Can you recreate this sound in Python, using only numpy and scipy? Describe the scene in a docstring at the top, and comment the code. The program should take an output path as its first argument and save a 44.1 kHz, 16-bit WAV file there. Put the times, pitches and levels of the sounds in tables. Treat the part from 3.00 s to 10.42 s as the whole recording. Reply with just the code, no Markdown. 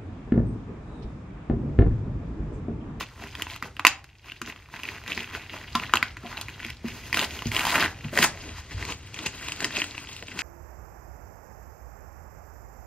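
"""A parcel's thin, stiff wrapper is rubbed, scrunched and torn open in five pulls.
Its creases buckle in tiny clicks and loud snaps over a sliding hiss; a tear is a dense run of clicks.
The box inside is bumped and dragged out, ringing in its modes.
A small bedroom answers briefly over a low rumble. Two close microphone ports pick it up;
the hardest snaps overload them."""
import sys
import numpy as np
from scipy import signal
from scipy.fft import rfft, irfft, next_fast_len
from scipy.io import wavfile
from scipy.ndimage import uniform_filter1d, map_coordinates

SR = 44100
rng = np.random.default_rng(int(sys.argv[2]) if len(sys.argv) > 2 else 0)


def generate_wav(signal):
    """Clip the signal to [-1, 1] and save it as 16-bit WAV at the path in sys.argv[1]."""
    frames = np.transpose(np.atleast_2d(signal))
    scaled = np.clip(frames, -1, 1) * 32767
    pcm = np.round(scaled).astype(np.int16)
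    wavfile.write(sys.argv[1], SR, pcm)


N = 327222
TIME = np.arange(N) / SR
LOW_EDGE_HZ, HIGH_EDGE_HZ = 570, 4700  # bass | body | treble

# Rubbing between scrunches. Each row: time in seconds, level in dB.
GRIP_LEVEL = [(0.09, -57), (0.45, -52), (0.74, -60.5), (1.14, -66), (1.36, -53.5), (1.67, -56.5),
              (1.9, -45.5), (2.02, -49.5), (2.88, -45.5), (3.15, -55.5), (3.42, -44), (3.8, -58.5),
              (3.94, -47), (5.03, -52.5), (5.38, -50), (6.06, -54.5), (6.35, -46.5), (6.85, -43),
              (7.3, -47.5)]
# Hands shifting hold. Each row: peak time in seconds, level in dB, length in seconds,
# relative bass in dB, ring of the gripped patch in Hz.
HAND_SCRUNCHES = [(0.01, -32.5, .06, -3, 2550), (0.235, -42.5, 0.094, 3.5, 1030),
                  (0.402, -40, 0.051, 0.5, 1140), (0.52, -41, .1, -7.5, 870), (0.657, -42.5, .06, 4, 900),
                  (1.28, -47.5, 0.078, -4.5, 2550), (1.491, -38.5, 0.057, -2, 1113),
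                  (1.751, -43, 0.06, -1, 990), (1.872, -43, 0.13, -3.5, 2480),
                  (2.11, -36.5, 0.076, -0.5, 2530), (2.206, -41, 0.076, 1, 2460),
                  (2.355, -34.5, 0.052, -3, 2420), (2.543, -41.5, .08, -1.5, 2800),
                  (2.81, -40.5, 0.12, -2.5, 1310), (3.317, -41.5, 0.11, -17, 1387),
                  (3.675, -44, 0.11, -9, 2280), (3.88, -42.5, 0.066, -4, 2200),
                  (4.358, -42.5, .15, 0, 2212), (4.478, -40.5, 0.068, -3, 1966),
                  (4.899, -43.5, .09, -8, 1605), (5.059, -48, 0.09, 3, 3000), (5.477, -48.5, 0.12, 7, 1375),
                  (5.588, -41.5, .06, -19, 1444), (5.724, -42.5, 0.054, -2, 1967),
                  (5.816, -40.5, 0.091, 0, 1730), (5.904, -34.5, .075, -1, 1087),
                  (6.238, -43, 0.16, 1, 2750), (6.266, -27.5, .018, -2, 2830), (6.461, -40.5, .1, -7, 2473),
                  (6.644, -35, 0.091, 1.5, 1760), (6.782, -32.5, 0.1, -7, 2620),
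                  (7.41, -34, 0.072, -14, 2520)]
# The wrapper is crisper once loose. Each row: time in seconds, relative treble in dB.
WRAPPER_CRISPNESS = [(0.5, -2.5), (2.8, -4), (3.6, -4), (4, 0.5), (6, 1), (6.5, 0), (7.4, 1)]
# Sliding while seeking a hold and after tearing. Each row: time in seconds, share from 0 to 1.
SLIDE_SHARE = [(3.8, 0), (3.95, .75), (4.45, .75), (4.6, 0), (5.25, 0), (5.45, .7), (6.4, .7), (6.8, .45)]
# Creases snapping through, the hardest two patches at once. Each row: start in seconds,
# level in dB, nominal ring in Hz, relative treble in dB.
CREASE_SNAPS = [(0.028, -37, 2480, -29), (0.3517, -33, 3200, -12), (0.4209, -26, 2850, -10.5),
                (0.4682, -35, 1040, -29), (0.5612, -39, 1215, -8), (0.6249, -27.5, 1330, -15.5),
                (0.7669, -38, 2810, -17), (0.795, -24.5, 1230, -19), (0.8498, -9.5, 1153, -17),
                (0.8502, -13, 2166, -12), (0.8676, -7.5, 2700, -12.5), (0.8677, -18, 1870, -8.5),
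                (1.042, -46, 1580, -8), (1.3192, -35.5, 2820, -21), (1.4161, -30, 1430, -12),
                (1.561, -43, 1210, -18), (1.739, -37.5, 980, -27), (1.8335, -31, 2750, -9.5),
                (2.078, -36, 2730, -4.5), (2.1765, -27.5, 2030, -15), (2.751, -23.5, 1160, -17),
                (2.753, -24, 3570, -6), (2.798, -31.5, 2720, -25), (2.895, -33.5, 1310, -33),
                (2.9367, -17.5, 2910, -15), (2.937, -12, 1250, -25), (2.955, -25, 2580, -6),
                (2.9566, -23, 1140, -12), (2.9707, -21, 2770, -13), (3.0271, -18.5, 2170, -32),
                (3.0272, -23, 1430, -13.5), (3.169, -35.5, 1440, -19), (3.376, -32, 2750, -18),
                (3.4122, -36, 3530, -0.5), (3.4837, -34.5, 2280, -18), (3.648, -32, 2260, -13),
                (3.701, -40.5, 2400, -2.5), (3.883, -38, 1630, -9), (4.128, -22.5, 1990, -12.5),
                (4.1434, -22, 2370, -15.5), (4.1714, -23, 1460, -9), (4.1928, -22.5, 3600, -6),
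                (4.2131, -27, 2900, -13), (4.3906, -34.5, 2900, -14), (4.421, -31.5, 1120, -14),
                (4.5168, -28, 2250, -11), (4.547, -28.5, 2620, -6), (4.5567, -31, 2300, -5),
                (4.565, -19, 2980, -15), (4.5768, -35, 2700, -9), (4.5931, -23, 2330, -8),
                (4.607, -26, 2900, -9), (4.6521, -25.5, 970, -7.5), (4.668, -24, 910, -9),
                (4.6959, -28, 2030, -9), (4.806, -25.5, 1970, -6), (4.8256, -22.5, 1680, -12),
                (4.8595, -24.5, 1730, -22), (5.1749, -17, 1820, -14), (5.188, -19.5, 1900, -8),
                (5.2416, -21.5, 3030, -3.5), (5.8258, -30.5, 1940, -15), (5.851, -34, 2260, -4.5),
                (6.143, -37.5, 2620, -4), (6.1895, -31.5, 3360, -13), (6.261, -29, 2830, -2.5),
                (6.4843, -31, 2580, -5.5), (6.5203, -28.5, 2770, -8), (6.6042, -30, 1790, -4.5),
                (6.626, -31, 1700, -12), (6.644, -25, 1980, -1), (6.768, -24, 2700, -18),
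                (6.8181, -21.5, 2790, -20), (6.841, -31.5, 2610, -8), (6.95, -38.5, 2580, -11),
                (6.979, -31, 2657, -12), (7.0719, -40.5, 3110, -16), (7.094, -46, 2350, -16),
                (7.164, -45.5, 2230, 1), (7.225, -37.5, 2670, -13), (7.2827, -37, 2260, -18),
                (7.3905, -25, 2540, -6.5)]
# Box modes. Each row: frequency in Hz, t60 in seconds.
BOX_MODES = [(66, 0.27), (86, 0.099), (104, 0.2), (143, 0.1), (210, 0.079), (238, 0.12), (305, 0.016),
             (350, 0.074), (431, 0.038), (575, 0.083), (666, 0.056), (770, 0.029), (1040, 0.074),
             (1150, 0.046), (1340, 0.035)]
# Box drags. Each row: peak time in seconds, level in dB, length in seconds, favoured pitch in Hz.
BOX_SCRAPES = [(0.52, -48, 0.044, 900), (3.256, -44, 0.031, 696), (4.675, -37, .06, 975),
               (5.137, -28, 0.013, 480), (5.181, -25, 0.023, 566), (5.32, -46, 0.19, 645),
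               (6.772, -40.5, 0.066, 480), (7.232, -43, 0.023, 433), (7.36, -39.5, 0.078, 252)]
# Box knocks. Each row: start in seconds, level in dB, favoured pitch in Hz, push time in seconds.
BOX_BUMPS = [(0.853, -22.5, 905, 0.00089), (1.412, -30.5, 268, 0.0032), (2.172, -25.5, 285, 0.0018),
             (2.749, -22.5, 212, 0.0018), (2.7533, -14.5, 1230, 0.00056), (2.936, -20, 336, 0.0015),
             (3.235, -29, 262, 0.0061), (3.651, -33, 268, 0.0011), (3.843, -18, 235, 0.00058),
             (4.456, -17.5, 230, 0.00071), (4.459, -21.5, 108, 0.0039), (5.038, -21, 163, 0.012),
             (5.128, -23.5, 274, 0.0011), (5.19, -19, 240, 0.0021), (5.742, -25, 83.4, 0.01)]
# Tearing pulls. Each row: start in seconds, length in seconds, then start level, end level,
# relative treble and relative bass, all in dB.
TEAR_PULLS = [(4.145, 0.098, -29, -27, -11, -2.5), (4.525, 0.23, -32, -25.5, -9.5, -4.5),
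              (4.757, 0.092, -23, -23.5, -14.5, -1), (5.13, 0.073, -38.5, -26, -5, 2),
              (5.228, 0.016, -17, -17, -4.5, -6.5)]
# Pitch of the tear's clicks. Each row: time in seconds, ring in Hz.
TEAR_RING = [(4.25, 2120), (4.56, 2500), (4.66, 2070), (4.76, 2080), (5.2, 2140)]
# Rumble drift. Each row: time in seconds, level in dB.
RUMBLE_LEVEL = [(0, -49.5), (.8, -51), (1.1, -59), (2.602, -49), (5.3, -46), (6.2, -49.5), (7.4, -52.5)]
# Spectra of the sources and the room. Each row: frequency in Hz, gain in dB.
RUMBLE_EQ = [(20, -26.5), (45, -5.5), (80, 1), (125, -4), (180, -19), (500, -25.5), (2000, -34.5),
             (6000, -37.5), (15000, -66)]
CRUMPLE_EQ = [(140, -3), (270, 3), (380, -2.5), (570, -6.5), (1150, 4.5), (1800, 5), (2700, 7), (4200, -3),
              (6400, -10), (8700, -26), (11500, -17.5), (15500, -23)]
SNAP_EQ = [(140, -22), (290, -8.5), (520, -29.5), (1000, -3.5), (1450, 1.5), (1900, 2.5), (2700, 5),
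           (4000, -10.5), (6500, -23), (8700, -33.5), (12500, -26), (15500, -39)]
RIP_EQ = [(140, 1), (250, 5.5), (480, -1), (800, -0.5), (1050, 4), (1400, 3.5), (2800, 3), (4400, -5),
          (6500, -11), (8700, -16), (13000, -14), (15500, -19)]
ROOM_EQ = [(100, 3), (300, -4.5), (750, 7.5), (1100, 0.5), (1900, 5), (2800, -0.5), (7000, 9), (11000, -8),
           (15000, -19)]
# Difference between the ports. Each row: frequency in Hz, side gain in dB.
SIDE_EQ = [(60, -27), (250, -11.5), (600, -12), (1200, -16.5), (2400, -16), (4200, -2.5), (6000, -3.5),
           (8500, 11.5), (12000, 1)]
# The opened parcel moves left. Each row: time in seconds, left lead in seconds, left minus right in dB.
PARCEL_BEARING = [(0, -.00001, 0), (4.6, 0, .1), (6.1, .00003, 1.2)]


def undb(db):
    """Decibels to gain."""
    return 10 ** (np.asarray(db) / 20)


def unit(x):
    """Scale to rms 1."""
    return x / np.sqrt(np.mean(x ** 2) + 1e-18)


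def curve(points):
    """Interpolate (seconds, value) rows at every sample."""
    return np.interp(TIME, *np.transpose(points))


def gain_at(points, hz):
    """Gain from (Hz, dB) rows on a log-frequency axis."""
    points_hz, db = np.transpose(points)
    return undb(np.interp(np.log(np.maximum(hz, 1)), np.log(points_hz), db))


def colour(x, points, size=4096):
    """Minimum-phase filter, built from the cepstrum of its log gain."""
    cepstrum = irfft(np.log(gain_at(points, np.fft.rfftfreq(size, 1 / SR))))
    cepstrum[1:size // 2] *= 2
    cepstrum[size // 2 + 1:] = 0
    return signal.fftconvolve(x, irfft(np.exp(rfft(cepstrum))))[:len(x)]


def passband(x, lo_hz, hi_hz, order=2):
    """Butterworth band-pass."""
    edges_hz = [lo_hz, min(hi_hz, SR / 2 - 1000)]
    return signal.sosfilt(signal.butter(order, edges_hz, "band", fs=SR, output="sos"), x)


def registers(x):
    """Split into body, treble and bass."""
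    edges_hz = [(LOW_EDGE_HZ, HIGH_EDGE_HZ), (HIGH_EDGE_HZ, 17000), (130, LOW_EDGE_HZ)]
    return [passband(x, lo, hi, order=3) for lo, hi in edges_hz]


def play(bands, efforts, body_db, treble_db, bass_db):
    """Mix body, treble and bass, each under its own envelope."""
    levels_db = body_db, treble_db, bass_db
    return sum(unit(band) * effort * undb(db) for band, effort, db in zip(bands, efforts, levels_db))


def fade(t, t60_s):
    """Exponential decay, 60 dB down at t60_s."""
    return np.exp(-np.log(1000) * t / t60_s)


def swell(peak_s, length_s, rise_share=0.56, edge_db=10, roundness=1.6):
    """Rise and fall, edge_db down at both ends of length_s."""
    away = np.maximum((peak_s - TIME) / rise_share, (TIME - peak_s) / (1 - rise_share)) / length_s
    return np.where(away < 4, undb(-edge_db * away ** roundness), 0)


def wander(rate_hz):
    """Smoothed random steps, rms 1."""
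    hold = int(SR / rate_hz) + 1
    steps = np.repeat(rng.standard_normal(N // hold + 1), hold)
    return unit(uniform_filter1d(steps, hold)[:N])


def add(track, start_s, sound):
    """Mix a short sound into a track."""
    i = int(start_s * SR)
    track[i:i + len(sound)] += sound[:max(N - i, 0)]


def rumble(gain_db=3):
    """Drifting low room noise with a trace of hiss."""
    return unit(colour(rng.standard_normal(N), RUMBLE_EQ)) * undb(curve(RUMBLE_LEVEL) + gain_db)


def handling(waver_db=2.5, grip_bass_db=-4):
    """Hand effort in body, treble and bass: an unsteady grip plus scrunches."""
    grip = undb(curve(GRIP_LEVEL) + waver_db * wander(22))
    body_power, bass_power = grip ** 2, (grip * undb(grip_bass_db)) ** 2
    for peak_s, db, length_s, bass_db, _ in HAND_SCRUNCHES:
        power = (undb(db) * swell(peak_s, length_s)) ** 2
        body_power += power
        bass_power += power * undb(bass_db) ** 2
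    body = np.sqrt(body_power)
    return body, body * undb(curve(WRAPPER_CRISPNESS)), np.sqrt(bass_power)


def crackle(rate_hz, spread_db, ring_hz, hiss_db, even_s, eq, scatter_octaves=0.47,
            drift_octaves=0.63, reach_octaves=0.42, skirt_db=-18, bunch_db=7, slide=0):
    """Tiny buckles, each with its own size and pitch, over the hiss of sliding surfaces."""
    bunches = undb(bunch_db * wander(70))  # one buckle sets off its neighbours
    fires = rng.random(N) < rate_hz / SR * bunches / bunches.mean()
    clicks = fires * undb(spread_db * rng.standard_normal(N))
    # steady energy input: a big click leaves less for its neighbours
    span = int(even_s * SR) + 1
    local_power = np.abs(uniform_filter1d(uniform_filter1d(clicks ** 2, span), span))
    clicks = unit(clicks / np.sqrt(local_power + 1e-6))
    # the fold crosses larger and smaller patches
    octave = np.log2(ring_hz) + drift_octaves * wander(25) + scatter_octaves * rng.standard_normal(N)
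    out = np.zeros(N)
    for hz in 150 * 2 ** (np.arange(15) / 2):
        weight = np.exp(-((np.log2(hz) - octave) / reach_octaves) ** 2) + undb(skirt_db)
        buckles = np.sqrt(1 - slide) * clicks * weight * rng.choice([-1, 1], N)
        hiss = np.sqrt(1 + slide) * undb(hiss_db) * rng.standard_normal(N)
        out += passband(unit(buckles + hiss), hz / 2 ** 0.25, hz * 2 ** 0.25)
    return colour(out, eq)


def crumpling(efforts, patch_db=-4, patch_octaves=0.15):
    """The handled wrapper crinkles; each scrunch lifts the pitch band of the gripped patch."""
    bands = registers(crackle(rate_hz=520, spread_db=7.5, ring_hz=2043, hiss_db=-10, even_s=0.059,
                              eq=CRUMPLE_EQ, slide=curve(SLIDE_SHARE)))
    out = play(bands, efforts, body_db=0.16, treble_db=-7.5, bass_db=-1.88)
    body = unit(bands[0])
    for peak_s, db, length_s, _, hz in HAND_SCRUNCHES:
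        patch = passband(body, hz / 2 ** patch_octaves, hz * 2 ** patch_octaves, order=1)
        out += patch * undb(db + patch_db) * swell(peak_s, length_s)
    return out


def blow(x, window_s=0.008):
    """Scale to the energy of rms 1 held for window_s."""
    return x * np.sqrt(window_s * SR / np.sum(x ** 2))


def snaps(creases, crack_t60_s=0.0083, flutter_t60_s=0.11, flutter_db=-25, sag=0.14, sag_s=0.0025,
          ring_s=0.0015, linger_db=-20, linger_cycles=45, body_db=-1.5, treble_lift_db=1):
    """A crease flips: a crack, a few cycles of the patch, a faint after-ring, then sheet flutter."""
    out, t = np.zeros(N), TIME[:SR // 10]
    burst_envelope = fade(t, crack_t60_s) + undb(flutter_db) * fade(t, flutter_t60_s)
    burst_envelope *= 1 - np.exp(-t / 0.0004)
    for start_s, db, hz, treble_db in creases:
        crack, treble, bass = registers(colour(rng.standard_normal(len(t)) * burst_envelope, SNAP_EQ))
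        pitch_hz = hz * (1 + sag * (1.3 * np.exp(-t / sag_s) - 0.8))  # sags as the patch relaxes
        ring_envelope = np.exp(-(t / ring_s) ** 1.84) + undb(linger_db) * fade(t, linger_cycles / hz)
        ring_envelope *= 1 - np.exp(-t / 0.00045)
        ring = np.sin(2 * np.pi * np.cumsum(pitch_hz) / SR) * ring_envelope
        # hard snaps are hollow pops with little bass; soft ones are mostly crack
        ring_db = 3 + 0.29 * (db + 25)
        bass_db = -27 - 0.55 * max(db, -30)
        body = blow(crack) + undb(ring_db) * blow(ring)
        snap = (undb(body_db) * blow(body) + undb(treble_db + treble_lift_db) * blow(treble)
                + undb(bass_db) * blow(bass))
        add(out, start_s, undb(db) * snap)
    return out


def small_creases(effort, count=56, cluster_db=7, above_db=2.5, cap_db=-39, spread_db=2,
                  ring_hz=2100, scatter_octaves=0.58, treble_db=-16, treble_spread_db=5):
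    """Rows for snaps(): lesser creases give way in clusters, louder with effort, seldom in a slide."""
    work = np.cumsum(np.sqrt(effort) * (1 - curve(SLIDE_SHARE)) * undb(cluster_db * wander(12)))
    onsets = np.searchsorted(work, (np.arange(count) + rng.random(count)) * work[-1] / count)
    mean_db = np.minimum(20 * np.log10(effort) + above_db, cap_db)
    return [(i / SR, mean_db[i] + spread_db * size, ring_hz * 2 ** (scatter_octaves * patch),
             treble_db + treble_spread_db * edge)
            for i, (size, patch, edge) in zip(onsets, rng.standard_normal((count, 3)))]


def box_ring(contact_hz, extra_t60_s=0, reach_octaves=0.6):
    """Box response; the place of contact picks which modes answer."""
    t = TIME[:SR // 2]
    out = np.zeros(len(t))
    for hz, t60_s in BOX_MODES:
        weight = np.exp(-(np.log2(hz / contact_hz) / reach_octaves) ** 2)
        out += weight * np.sin(2 * np.pi * (hz * t + rng.random())) * fade(t, t60_s + extra_t60_s)
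    return out


def scrapes(judder_db=4):
    """The box drags on the wrapper; juddering friction drives its modes."""
    friction = rng.standard_normal(N) * undb(judder_db * wander(120))
    return sum(unit(signal.fftconvolve(friction, box_ring(hz))[:N]) * undb(db) * swell(peak_s, length_s)
               for peak_s, db, length_s, hz in BOX_SCRAPES)


def bumps(gain_db=-1):
    """A hand or the snapping wrapper knocks the box; a slow push rings longer."""
    out, t = np.zeros(N), TIME[:SR // 2]
    for start_s, db, hz, push_s in BOX_BUMPS:
        thud = box_ring(hz, extra_t60_s=6 * push_s) * (1 - np.exp(-(t / push_s) ** 2))
        add(out, start_s, undb(db + gain_db) * thud / np.abs(thud).max())
    return out


def sympathetic_ring(x, hz=800, t60_s=0.55, gain_db=-68):
    """Something hard in the room rings faintly after loud snaps."""
    t = TIME[:SR]
    return undb(gain_db) * signal.fftconvolve(x, np.sin(2 * np.pi * hz * t) * fade(t, t60_s))[:N]


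def ripping(attack_s=0.0069, release_s=0.014):
    """The running tear is a dense burst of small snaps; force ramps steadily through a pull."""
    bands = registers(crackle(rate_hz=700, spread_db=2, ring_hz=curve(TEAR_RING), hiss_db=-13,
                              even_s=0.016, eq=RIP_EQ, drift_octaves=0.18, reach_octaves=0.65,
                              bunch_db=3.5))
    body, treble, bass = np.zeros((3, N))
    for start_s, length_s, start_db, end_db, treble_db, bass_db in TEAR_PULLS:
        end_s = start_s + length_s
        outside = np.maximum(start_s - TIME, 0) / attack_s + np.maximum(TIME - end_s, 0) / release_s
        pull = undb(curve([(start_s, start_db), (end_s, end_db)])) * np.exp(-outside)
        body += pull
        treble += pull * undb(treble_db)
        bass += pull * undb(bass_db)
    return play(bands, (body, treble, bass), body_db=-1.7, treble_db=-2.5, bass_db=-7)


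def bedroom(x, bass_t60_s=0.49, body_t60_s=0.25, treble_t60_s=0.17, early_t60_s=0.028,
            early_db=3, wet_db=-11):
    """Quick reflections off near furniture, then a short tail that dulls as it dies."""
    t = TIME[:SR * 2 // 3]
    noise = rng.standard_normal(len(t))
    bass, below_treble = (signal.sosfiltfilt(signal.butter(2, hz, fs=SR, output="sos"), noise)
                          for hz in (LOW_EDGE_HZ, HIGH_EDGE_HZ))
    body, treble = below_treble - bass, noise - below_treble
    tail = bass * fade(t, bass_t60_s) + body * fade(t, body_t60_s) + treble * fade(t, treble_t60_s)
    early = undb(early_db) * noise * fade(t, early_t60_s)
    response = (early + tail) * (1 - np.exp(-(t / 0.00014) ** 2))
    response = colour(response / np.sqrt(np.sum(response ** 2)), ROOM_EQ)
    return undb(wet_db) * signal.fftconvolve(x, response)[:N]


def port_difference(mid, parcel, shift_hz=3000, shift_db=-5, roam_db=-6, diffuse_db=4):
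    """Side signal: two close ports hear the bass alike, the treble out of step."""
    size = next_fast_len(N)
    hz = np.fft.rfftfreq(size, 1 / SR)
    short_waves = hz ** 4 / (hz ** 4 + shift_hz ** 4)  # the camera body turns their phase
    shifted = undb(shift_db) * short_waves * rfft(mid, size)
    roaming = undb(roam_db) * rfft(mid * np.tanh(2 * wander(140)), size)  # crinkles jump about
    diffuse = undb(diffuse_db) * rfft(bedroom(parcel), size)
    # a lag between the ports is a quarter-cycle shift in their difference
    return irfft((-1j * (shifted + roaming) + diffuse) * gain_at(SIDE_EQ, hz), size)[:N]


def scene():
    """Wrapper, box and room in stereo, steered by delay and level."""
    efforts = handling()
    wrapper = crumpling(efforts) + ripping() + snaps(CREASE_SNAPS) + snaps(small_creases(efforts[0]))
    parcel = wrapper + bumps() + scrapes()
    mid = parcel + bedroom(parcel) + sympathetic_ring(parcel) + rumble()
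    side = port_difference(mid, parcel)
    times_s, *columns = np.transpose(PARCEL_BEARING)
    lead_s, pan_db = (np.interp(TIME, times_s, column) for column in columns)
    left = map_coordinates(mid - side, [(TIME + lead_s / 2) * SR], order=3) * undb(pan_db / 2)
    right = map_coordinates(mid + side, [(TIME - lead_s / 2) * SR], order=3) * undb(-pan_db / 2)
    return np.array([left, right])


def record(dry):
    """Overload at full scale, then a steep low-pass."""
    top_hz = 15600
    return signal.sosfilt(signal.ellip(10, 0.1, 80, top_hz, fs=SR, output="sos"), np.clip(dry, -1, 1))


dry = scene()
out = record(dry)
generate_wav(out)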